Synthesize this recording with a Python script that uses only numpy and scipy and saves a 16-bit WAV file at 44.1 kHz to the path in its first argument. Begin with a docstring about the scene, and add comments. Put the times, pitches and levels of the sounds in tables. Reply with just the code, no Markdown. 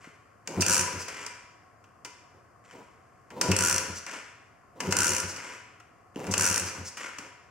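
"""In a shed, a small four-stroke pocket bike is kicked over four times and never fires.
Each kick: the lever takes up with a clack, the piston pumps a few slowing gulps of air (decaying low
tones and rushing noise), the gears whirr (grainy noise) and the starter ratchet clicks (noise snaps
through the crankcase modes); then the lever rattles back up. In the pause the boot shifts on the pedal."""
import sys
import numpy as np
from scipy import signal
from scipy.fft import rfft, irfft
from scipy.io import wavfile
from scipy.ndimage import map_coordinates

SR = 44100
rng = np.random.default_rng(int(sys.argv[2]) if len(sys.argv) > 2 else 0)


def int16_out(signal):
    """Quantize to a 16-bit WAV file."""
    q = np.round(np.clip(np.atleast_2d(signal).T, -1, 1) * 32767)
    wavfile.write(sys.argv[1], SR, q.astype(np.int16))


N = 330750
TIME = np.arange(N) / SR  # s
HZ = np.maximum(np.arange(4097) * SR / 8192, 1)  # frequency grid of the filters

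# colour of the ratchet teeth: f/Hz, level/dB
TOOTH_COLOUR = [(300, -21.5), (900, -11), (1500, -2.5), (2100, -11.5), (2800, -3), (3700, -13),
                (4600, -2.5), (5800, 4), (8000, 3), (9500, 1.5), (11500, -9), (15500, -18)]
# crankcase modes: f/Hz, width/Hz, level over the broad colour/dB
CASE_MODES = [(521, 48, 0.5), (975.5, 25, 8), (1335, 4.7, 1), (1444, 28, 5.5), (2082, 29, 4),
              (2353, 34, 1.5), (2830, 23, -6.5), (4640, 69, -5), (5945, 66, 2), (7070, 40, 4.5),
              (7620, 120, 3), (9100, 30, -5)]


def ratchet(snap_db=-2.0, hold=0.0009, fade=0.0022, grit_db=-5.0, chatter_db=-19, chatter_fade=0.011):
    """Every tooth drops with the same sharp snap, its own grit and a brief chatter in the crankcase."""
    drops = teeth()
    one_snap = (bursts([(0, snap_db, hold, fade)], rise=.00012) * noise())[:SR // 32]
    snaps = convolve(strikes(drops), one_snap)
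    grit = bursts([(s, db + grit_db, hold, fade) for s, db in drops], rise=0.00017)
    chatter = bursts([(s, db + chatter_db, hold, chatter_fade) for s, db in drops], rise=0.0027)
    return colour(snaps + (grit + chatter) * stereo_noise(), TOOTH_COLOUR, CASE_MODES)


TOOTH_SPREAD_DB = 1.5  # unevenness from tooth to tooth
# the ratchet overruns once a kick: from t/s, until t/s, first gap between teeth/s,
# shortening as it spins up/s, lengthening per tooth/s, first tooth level/dB, loss per tooth/dB
# (levels before the trims in ratchet)
OVERRUN_RUNS = [(.6637, .817, .0184, .0311, .00251, -16.5, .06),
                (3.5644, 3.79, .0239, .0314, .00202, -16.8, .17),
                (4.9669, 5.208, .0202, .0203, .00121, -16.8, .38),
                (6.379, 6.605, .0165, .0186, .00141, -17.6, .18)]


def teeth(count=24, spin_up_count=4):
    """Ratchet teeth (t/s, level/dB) crowd together on spin-up, then spread and weaken on the coast."""
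    rows, k = [], np.arange(count)
    for start, end, first_gap, shortening, lengthening, first_db, loss_db in OVERRUN_RUNS:
        gaps = first_gap - shortening * (1 - np.exp(-k / spin_up_count)) + lengthening * k
        levels = first_db - loss_db * k + TOOTH_SPREAD_DB * rng.standard_normal(count)
        times = start + np.cumsum(gaps) - gaps
        rows += [(s, db) for s, db in zip(times, levels) if s < end]
    return rows


# the lever clacking as it takes up, returns or is nudged:
# t/s, body level/dB, bright edge level/dB, fading time/s (levels before the trims below)
LEVER_CLACKS = [(0.041, -46.5, -66, 0.0082), (.474, -33, -34, 0.0043), (1.0823, -33, -36, 0.0066),
                (1.2637, -42.5, -34, 0.004), (1.84, -55.5, -63.5, 0.0076), (2.048, -35, -39, .0085),
                (2.71, -46.5, -54, .0027), (3.303, -45, -54.5, 0.0092), (3.412, -23.5, -19, 0.005),
                (4.0647, -36, -37, .0027), (4.113, -39.5, -43, .0038), (4.803, -28, -30, 0.0059),
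                (5.362, -44.5, -39, 0.0067), (5.8, -47.5, -58, 0.0068), (6.159, -30.5, -46, 0.00053),
                (6.267, -37.5, -41, .005), (6.97, -39, -42, 0.023), (7.1844, -35.5, -38, 0.0057)]
# the lever and its casing ringing on: f/Hz, level relative to the blow/dB, fading time/s
LEVER_RING = [(976, 3, .12), (1495, -2, 0.079), (2370, -1, .09), (5010, -6, .13), (5378, -5.5, .11),
              (6000, -3.5, 0.069), (6837, -5, 0.068), (7280, -4, .1), (8592, -9.5, .06)]
# colour of the knock: f/Hz, level/dB
CLACK_BODY_COLOUR = [(100, -17), (400, -5), (750, -7.5), (1100, -1), (1800, 0), (2300, -1.5), (2850, 1),
                     (3600, -13.5), (6000, -28)]
# colour of the bright edge, and of the leaking air: f/Hz, level/dB
CLACK_EDGE_COLOUR = [(1500, -13.5), (3800, -11), (5000, 3.5), (6200, 4.5), (7700, 0), (10000, -6.5),
                     (12000, -18), (15500, -19.5)]
# blows at the end stop, before the trims below
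STOP_BODY_DB, STOP_EDGE_DB, STOP_FADE_S = -22, -22, .0035


def clacks(body_db=1.5, edge_db=2.0, hold=0.0012, graze_fade=0.01, ring_db=-23):
    """Steel on steel: a casing knock, a bright edge, faint lever ringing and a graze before each stop."""
    end_blows = [(s, STOP_BODY_DB, STOP_EDGE_DB, STOP_FADE_S) for s, *_ in END_STOPS]
    blows = LEVER_CLACKS + end_blows
    grazes = [(s - length, db, length / 2, graze_fade) for s, _, length, db in END_STOPS]
    knocks = [(s, low + body_db, hold, fade) for s, low, high, fade in blows]
    edges = [(s, high + edge_db, hold, fade) for s, low, high, fade in blows]
    body = bursts(knocks, rise=0.0013)
    edge = bursts(edges + grazes, rise=0.00014)
    ring_blows = strikes([(s, high + ring_db) for s, low, high, fade in LEVER_CLACKS])
    ring = convolve(ring_blows, ringing(LEVER_RING))
    knock = colour(body * noise(), CLACK_BODY_COLOUR, CASE_MODES)
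    return knock + colour(edge * stereo_noise(), CLACK_EDGE_COLOUR, CASE_MODES) + ring


# the lever reaching the bottom of its travel:
# t/s, ping level/dB, length of the graze before it/s, graze level/dB
END_STOPS = [(0.62, -25.5, 0.013, -23), (3.515, -26, 0.0045, -35), (4.9234, -34, 0.015, -33),
             (6.338, -31, 0.027, -31.5)]


def stops(hz=2640, width=260, hold=0.0054, fade=0.011):
    """The lever strikes its end stop and the shaft pings: a burst of noise in one narrow resonance."""
    return bursts([(s, db, hold, fade) for s, db, *_ in END_STOPS], rise=0.00072) * narrow(hz, width)


# the pipe's pitch sags as the engine slows: Hz, and Hz per (cycle/s)
PIPE_HZ, PIPE_HZ_PER_SPEED = 82.9, 1.25
# colour of the rushing flow: f/Hz, level/dB
RUSH_COLOUR = [(30, -40), (55, -23.5), (75, -12.5), (135, -1.5), (270, 1), (390, -2), (520, -8), (800, -15),
               (2000, -37.5)]


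def gulps(second_ratio=1.94, overtone_ratio=2.04, overtone_db=-5, pipe_fade=0.029, second_fade=0.015,
          pipe_rise=0.022, waver=0.23):
    """In each gulp the air column swings in two low modes with an overtone, and the flow rushes."""
    pipe, age, rows = np.zeros(N), TIME[:SR // 4], strokes()
    for s, length, speed, pipe_db, second_db, rush_db in rows:
        hz = PIPE_HZ + PIPE_HZ_PER_SPEED * speed
        first_level = from_db(pipe_db) * swell(age, pipe_rise, length, pipe_fade)
        first = first_level * np.sin(2 * np.pi * hz * age)
        phase = 2 * np.pi * second_ratio * hz * age
        second_level = from_db(second_db) * swell(age, 0.0036, length, second_fade)
        second = second_level * (np.sin(phase) + from_db(overtone_db) * np.sin(overtone_ratio * phase))
        start = round(s * SR)
        pipe[start:start + len(age)] -= first + second
    flow = bursts([(s, rush_db, length / 2, .016) for s, length, *_, rush_db in rows], rise=0.019)
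    wavering = 1 + waver * narrow(28, 13)
    return np.sqrt(2) * pipe * wavering + colour(flow * noise(), RUSH_COLOUR)


GULP_S, FIRST_GULP_S = 0.04, 0.033
# the kicks: lever takes up t/s, first gulp t/s, engine speed/(cycles/s), whirr under the push level/dB,
# rumble under the push level/dB, first gulp level/dB, whine level/dB, casing ring level/dB
# (whine and ring before the trims in gears)
KICK_ROWS = [(.474, .568, 10.642, -52, -44, -28, -31, -28),
             (3.412, 3.481, 10.139, -39.5, -36, -24, -30.5, -42),
             (4.803, 4.870, 10.844, -48, -40, -33, -29, -42.5),
             (6.158, 6.278, 11.283, -53, -40.5, -33, -35, -45)]
# later gulps by engine speed: speed/(cycles/s), pipe level/dB, second mode level/dB, rush level/dB
LATER_GULPS = [(5, -40.5, -48.5, -38), (7.5, -39.5, -45, -47.5), (9.5, -37, -39.5, -45.5)]


def strokes(second_db=-2, rush_db=3.5):
    """Gulps, one a cycle: the boot drives the first, the rest follow the engine's speed."""
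    # rows: t/s, length/s, speed/(cycles/s), pipe level/dB, second mode level/dB, rush level/dB
    rows, (speeds, *levels) = [], np.transpose(LATER_GULPS)
    for _, start, speed, _, _, db, *_ in KICK_ROWS:
        rows.append((start, FIRST_GULP_S, speed, db, db + second_db, db + rush_db))
        for s, now in cycles(start, speed)[1:]:
            rows.append((s, GULP_S, now, *(np.interp(now, speeds, column) for column in levels)))
    return rows


FRICTION, STALL_SPEED = 13.125, 4.1  # cycles/s lost per second, cycles/s


def cycles(start, speed):
    """Friction slows the engine evenly until it stalls against compression: t/s and speed per cycle."""
    speeds = np.sqrt(np.arange(speed ** 2, STALL_SPEED ** 2, -2 * FRICTION))
    return [(start + (speed - now) / FRICTION, now) for now in speeds]


LEAK_BELOW_SPEED, LEAK_AFTER_CYCLES = 7.2, .32  # cycles/s, cycles after the gulp
LEAK_S, LEAK_DB = 0.041, -40


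def leaks(rise=0.01, fade=0.0099):
    """Air squeezed past the slowing piston as it climbs against compression: a short hiss."""
    slow = [(s + LEAK_AFTER_CYCLES / speed, LEAK_DB, LEAK_S, fade)
            for s, _, speed, *_ in strokes() if speed < LEAK_BELOW_SPEED]
    return colour(bursts(slow, rise) * noise(), CLACK_EDGE_COLOUR)


# colour of the gear whirr: f/Hz, level/dB
WHIRR_COLOUR = [(500, -27.5), (900, -2), (1200, 3), (1800, 1.5), (2800, -0.5), (3700, -20), (5500, -4),
                (8000, -9.5), (11000, -11.5), (15500, -28.5)]
# colour of the low gear rumble, and of the boot's scuffs: f/Hz, level/dB
RUMBLE_COLOUR = [(60, -18), (150, 1), (260, 1.5), (420, 0.5), (530, 0), (680, -6.5), (900, -3.5),
                 (1500, -23.5)]


def gears(whine_db=-5.0, whine_after=0.15, whine_width=0.04, ring_db=-5.5, ring_after=0.23, ring_width=.065,
          push_ring_db=-2.5, drone_db=-46.5, drone_after=0.18, drone_width=0.099):
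    """Gear teeth and cam chain patter on the casing; the gears whine and two low casing modes sing."""
    take_ups, starts, _, push_whirr, push_rumble, _, whines, rings = np.transpose(KICK_ROWS)
    whirr = drive(push_whirr, spin_db=-40, spin_after=0.17, spin_width=0.093,
                  coast_db=-46.5, coast_fade=0.055, push_fade=0.014)
    rumble = drive(push_rumble, spin_db=-43.5, spin_after=.17, spin_width=.12,
                   coast_db=-51, coast_fade=0.12, push_fade=0.067)
    patter = whirr * grain(per_s=600, spread_db=4.5, fade=0.00092) * noise()
    whine = hump(zip(starts, whines + whine_db), whine_after, whine_width) * narrow(1468, 190)
    loaded = bursts([(s, db + push_ring_db, .02, .15) for s, db in zip(take_ups, push_whirr)], rise=.008)
    spinning = hump(zip(starts, rings + ring_db), ring_after, ring_width)
    ring = (loaded + spinning) * narrow(983.6, 40)
    drone = hump([(s, drone_db) for s in starts], drone_after, drone_width) * narrow(528, 22)
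    low = colour(rumble * noise(), RUMBLE_COLOUR, CASE_MODES)
    return colour(patter, WHIRR_COLOUR, CASE_MODES) + low + whine + ring + drone


def drive(push_levels, spin_db, spin_after, spin_width, coast_db, coast_fade, push_fade, quiet_speed=4.6):
    """Gear noise level: steady under the push, a swell after the first gulp, a lingering coast."""
    push = [(take_up, db, start - take_up, push_fade)
            for (take_up, start, *_), db in zip(KICK_ROWS, push_levels)]
    coast = [(start, coast_db, (speed - quiet_speed) / FRICTION, coast_fade)
             for _, start, speed, *_ in KICK_ROWS]
    spin = hump([(start, spin_db) for _, start, *_ in KICK_ROWS], spin_after, spin_width)
    return bursts(push, rise=.012) + bursts(coast, rise=.05) + spin


# the boot leans on the pedal around each take-up (level before the trim below)
LEAN_ON_S, LEAN_ON_DB = 0.0083, -53
# the lever scraping round on its shaft; the long row at 2.808 s is a very faint grainy noise
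# through the pause: t/s, length/s, level before the trim below/dB
GRAINY_SCRAPES = [(0, 0.053, -53), (1.076, 0.17, -40.5), (2.638, 0.064, -57), (2.699, 0.021, -55),
                  (2.808, 0.93, -74), (4.064, 0.085, -40), (5.361, 0.15, -42.5), (6.99, 0.055, -37.5),
                  (7.182, 0.069, -55)]
# colour of the scraping: f/Hz, level/dB
SCRAPE_COLOUR = [(80, -33.5), (220, -3), (350, -6), (500, -2.5), (680, -8), (1000, -4), (1500, -1.5),
                 (2100, -0.5), (2900, -4.5), (3800, -18), (5500, -9), (8000, -11.5), (11000, -23),
                 (15500, -37.5)]


def lever(scrape_db=-2.5, rise=0.005, fade=0.074):
    """The lever grates in small uneven slips, noise in tiny contacts; a very faint grain fills the pause."""
    scraping = bursts([(s, db, length, fade) for s, length, db in GRAINY_SCRAPES], rise)
    leaning = hump([(take_up, LEAN_ON_DB) for take_up, *_ in KICK_ROWS], 0, LEAN_ON_S)
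    grains = (scraping + leaning) * grain(per_s=460, spread_db=-0.5, fade=0.0027) * noise()
    return from_db(scrape_db) * colour(grains, SCRAPE_COLOUR, CASE_MODES)


# the boot sole bumping the pedal: t/s, level before the trim below/dB
BOOT_THUMPS = [(.070, -43.5), (0.488, -39.5), (6.159, -29.5), (6.173, -35), (7.19, -47.5)]
# the frame answering those bumps: f/Hz, level relative to the bump/dB, fading time/s
FRAME_MODES = [(160, -13, 0.019), (247, -4.5, .010), (315, -3, 0.005), (435, -4, 0.0042),
               (521, -23, 0.0098)]
# the sole dragging on the pedal: t/s, length/s, level/dB
BOOT_SCUFFS = [(2.066, .013, -55), (2.333, 0.043, -60.5), (2.724, 0.09, -50), (3.306, .059, -47),
               (3.362, 0.074, -41.5), (4.752, 0.054, -50.5), (7.177, 0.093, -52.5)]


def boot(thump_db=5.0, scuff_fade=0.017):
    """The rubber sole sets the low modes of the frame thumping, and scuffs dully as it shifts."""
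    scuffs = bursts([(s, db, length, scuff_fade) for s, length, db in BOOT_SCUFFS], rise=0.006) * noise()
    thumps = from_db(thump_db) * convolve(strikes(BOOT_THUMPS), ringing(FRAME_MODES))
    return thumps + colour(scuffs, RUMBLE_COLOUR, CASE_MODES)


# time for the echoes to fall 60 dB: f/Hz, t/s
SHED_DECAY = [(100, 0.86), (250, 0.45), (550, 0.65), (1400, 0.99), (2500, 1), (5500, 0.81), (9000, 0.52),
              (15000, 0.32)]
# echo level over the direct sound: f/Hz, level/dB
SHED_LEVEL = [(100, -16), (200, -18), (350, -3.5), (700, -6), (1500, -0.5), (3000, -1.5), (6000, -5),
              (10000, -5.5), (15000, -11)]


def shed(x, first_echo=0.0047):
    """Diffuse echoes build up over a few milliseconds and die at their own rate in each band."""
    age, scatter, tail = TIME[:SR], stereo_noise()[:, SR:2 * SR], 0
    centres = np.geomspace(60, 16000, 12)  # Hz
    log_hz, spectrum = np.log(np.maximum(np.arange(SR // 2 + 1), 1)), rfft(scatter)
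    for hz, own in zip(centres, np.eye(len(centres))):
        band = irfft(spectrum * np.interp(log_hz, np.log(centres), own), SR)
        build_up = 1 - np.exp(-(age / first_echo) ** 2)
        decay = from_db(-60 * age / at_hz(SHED_DECAY, hz)) * build_up
        tail = tail + from_db(at_hz(SHED_LEVEL, hz)) * band * decay / np.sqrt(np.sum(decay ** 2))
    return convolve(x, tail)


# colour of the quiet background: f/Hz, level/dB
AIR_COLOUR = [(18, -54), (30, -26.5), (97, -2.5), (260, -5.5), (645, -6), (716, 1.5), (859, -12.5),
              (1090, -3), (1690, -11), (2770, -24.5), (3780, -41.5), (4650, -27), (7240, -27.5),
              (12800, -36.5), (15000, -51)]
# faint steady resonances of the shed: f/Hz, width/Hz, rms level/dB
SHED_HUM = [(101, 50, -67.5), (1089, 65, -69)]


def still_air(air_db=-59.5):
    """The quiet of the shed: steady coloured noise and faint narrow resonances."""
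    hum = sum(from_db(db) * narrow(hz, width) for hz, width, db in SHED_HUM)
    return from_db(air_db) * colour(stereo_noise(), AIR_COLOUR) + hum


# how alike left and right are: f/Hz, likeness/(0 to 1)
STEREO_LIKENESS = [(100, 0.32), (300, 0.71), (500, 0.49), (800, 0.37), (2000, 0.67), (3300, 0.71),
                   (5500, 0.073), (9000, 0.29), (15000, 0.033)]


def stereo_noise():
    """White noise at two close microphones: partly alike at most pitches, least so in the high treble."""
    alike = np.clip(at_hz(STEREO_LIKENESS, HZ), -.9, .998)
    mid, side = (convolve(noise(), causal(np.sqrt(1 + sign * alike))) for sign in (1, -1))
    return rms_one(mid + side * [[1], [-1]])


def noise():
    """White noise; rms 1."""
    return rng.standard_normal(N)


def narrow(hz, width):
    """Noise ringing in one resonance; rms 1."""
    r = np.exp(-np.pi * width / SR)
    poles = [1, -2 * r * np.cos(2 * np.pi * hz / SR), r * r]
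    return rms_one(signal.lfilter([1], poles, signal.lfilter([1, 0, -1], poles, noise())))


def grain(per_s, spread_db, fade):
    """Envelope of many tiny uneven contacts; rms 1."""
    strengths = from_db(spread_db * np.minimum(rng.exponential(1, N), 4))
    contacts = (rng.random(N) < per_s / SR) * strengths ** 2
    power = signal.lfilter([1], [1, -np.exp(-2 / (fade * SR))], contacts + 1e-18)
    return rms_one(np.sqrt(power))


def strikes(rows):
    """One impulse for each event (t/s, level/dB)."""
    out = np.zeros(N)
    out[[round(s * SR) for s, db in rows]] = from_db([db for s, db in rows])
    return out


def ringing(modes):
    """The answer of modes (f/Hz, level/dB, fading time/s) to one blow: decaying sines of alternate sign."""
    age = TIME[:SR]
    return sum((-1) ** k * from_db(db) * np.exp(-age / fade) * np.sin(2 * np.pi * hz * age)
               for k, (hz, db, fade) in enumerate(modes))


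def bursts(rows, rise):
    """Envelope of events (t/s, level/dB, hold/s, fading time/s)."""
    out, age = np.zeros(N), TIME[:SR]
    for s, db, hold, fade in rows:
        start = max(round(s * SR), 0)
        out[start:start + len(age)] += from_db(db) * swell(age, rise, hold, fade)[:N - start]
    return out


def swell(age, rise, hold, fade):
    """A quick rise, a hold and an exponential fall."""
    return (1 - np.exp(-age / rise)) * np.exp(-np.maximum(age - hold, 0) / fade)


def hump(rows, delay, width):
    """Envelope of smooth rises and falls, each peaking a delay after its event (t/s, level/dB)."""
    return sum(from_db(db) * np.exp(-.5 * ((TIME - s - delay) / width) ** 2) for s, db in rows)


def colour(x, spectrum, modes=()):
    """Shape a white sound by a broad spectrum with resonances on top, keeping its power."""
    low_edge, high_edge = spectrum[0][0] / 2, spectrum[-1][0] * 2  # Hz, roll-offs beyond the table
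    gain = from_db(at_hz(spectrum, HZ)) / np.hypot(1, low_edge / HZ) / np.hypot(1, HZ / high_edge)
    peaks = sum(from_db(db) ** 2 / (1 + (2 * (HZ - hz) / width) ** 2) for hz, width, db in modes)
    return convolve(x, causal(rms_one(gain * np.sqrt(1 + peaks))))


def causal(gain):
    """The minimum-phase impulse response with these gains on the HZ grid."""
    cepstrum = irfft(np.log(gain + 1e-9))
    half = len(cepstrum) // 2
    cepstrum[1:half] *= 2
    cepstrum[half + 1:] = 0
    return irfft(np.exp(rfft(cepstrum)))[:half]


def convolve(x, response):
    """Pass a sound through an impulse response."""
    return signal.oaconvolve(np.atleast_2d(x), np.atleast_2d(response), axes=-1)[:, :N]


def at_hz(points, hz):
    """Read a (f/Hz, value) table on a log-frequency axis."""
    return np.interp(np.log(hz), np.log(np.array(points)[:, 0]), np.array(points)[:, 1])


def from_db(db):
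    """Decibels to gain."""
    return 10 ** (np.asarray(db) / 20)


def rms_one(x):
    """Scale to unit power."""
    return x / np.sqrt(np.mean(x ** 2) + 1e-20)


def scene():
    """The bike close by, its echoes and the quiet of the shed."""
    bike = ratchet() + clacks() + stops() + gulps() + leaks() + gears() + lever() + boot()
    return bike + shed(bike) + still_air()


CUTOFF_HZ = 16000
# colour of the left microphone port against the right: f/Hz, left over right level/dB
PORT_BALANCE = [(60, 2.5), (200, 1.25), (550, -0.5), (800, -2.2), (1200, 6), (1750, 3.5), (2700, 0),
                (4200, 1.5), (7000, 1.5), (9800, -0.1), (13000, -9)]


def record(dry, lag=0.65, top=.33):
    """Each port has its colour, left lags by part of a sample; peaks are rounded, the top is cut."""
    ports = [causal(from_db(sign * at_hz(PORT_BALANCE, HZ) / 2)) for sign in (1, -1)]
    left, right = convolve(dry, ports)
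    heard = np.array([map_coordinates(left, [np.arange(N) - lag], order=3), right])
    rounded = heard / (1 + (heard / top) ** 4) ** (1 / 4)
    return signal.sosfilt(signal.ellip(10, .1, 80, CUTOFF_HZ, fs=SR, output="sos"), rounded)


dry = scene()
out = record(dry)
int16_out(out)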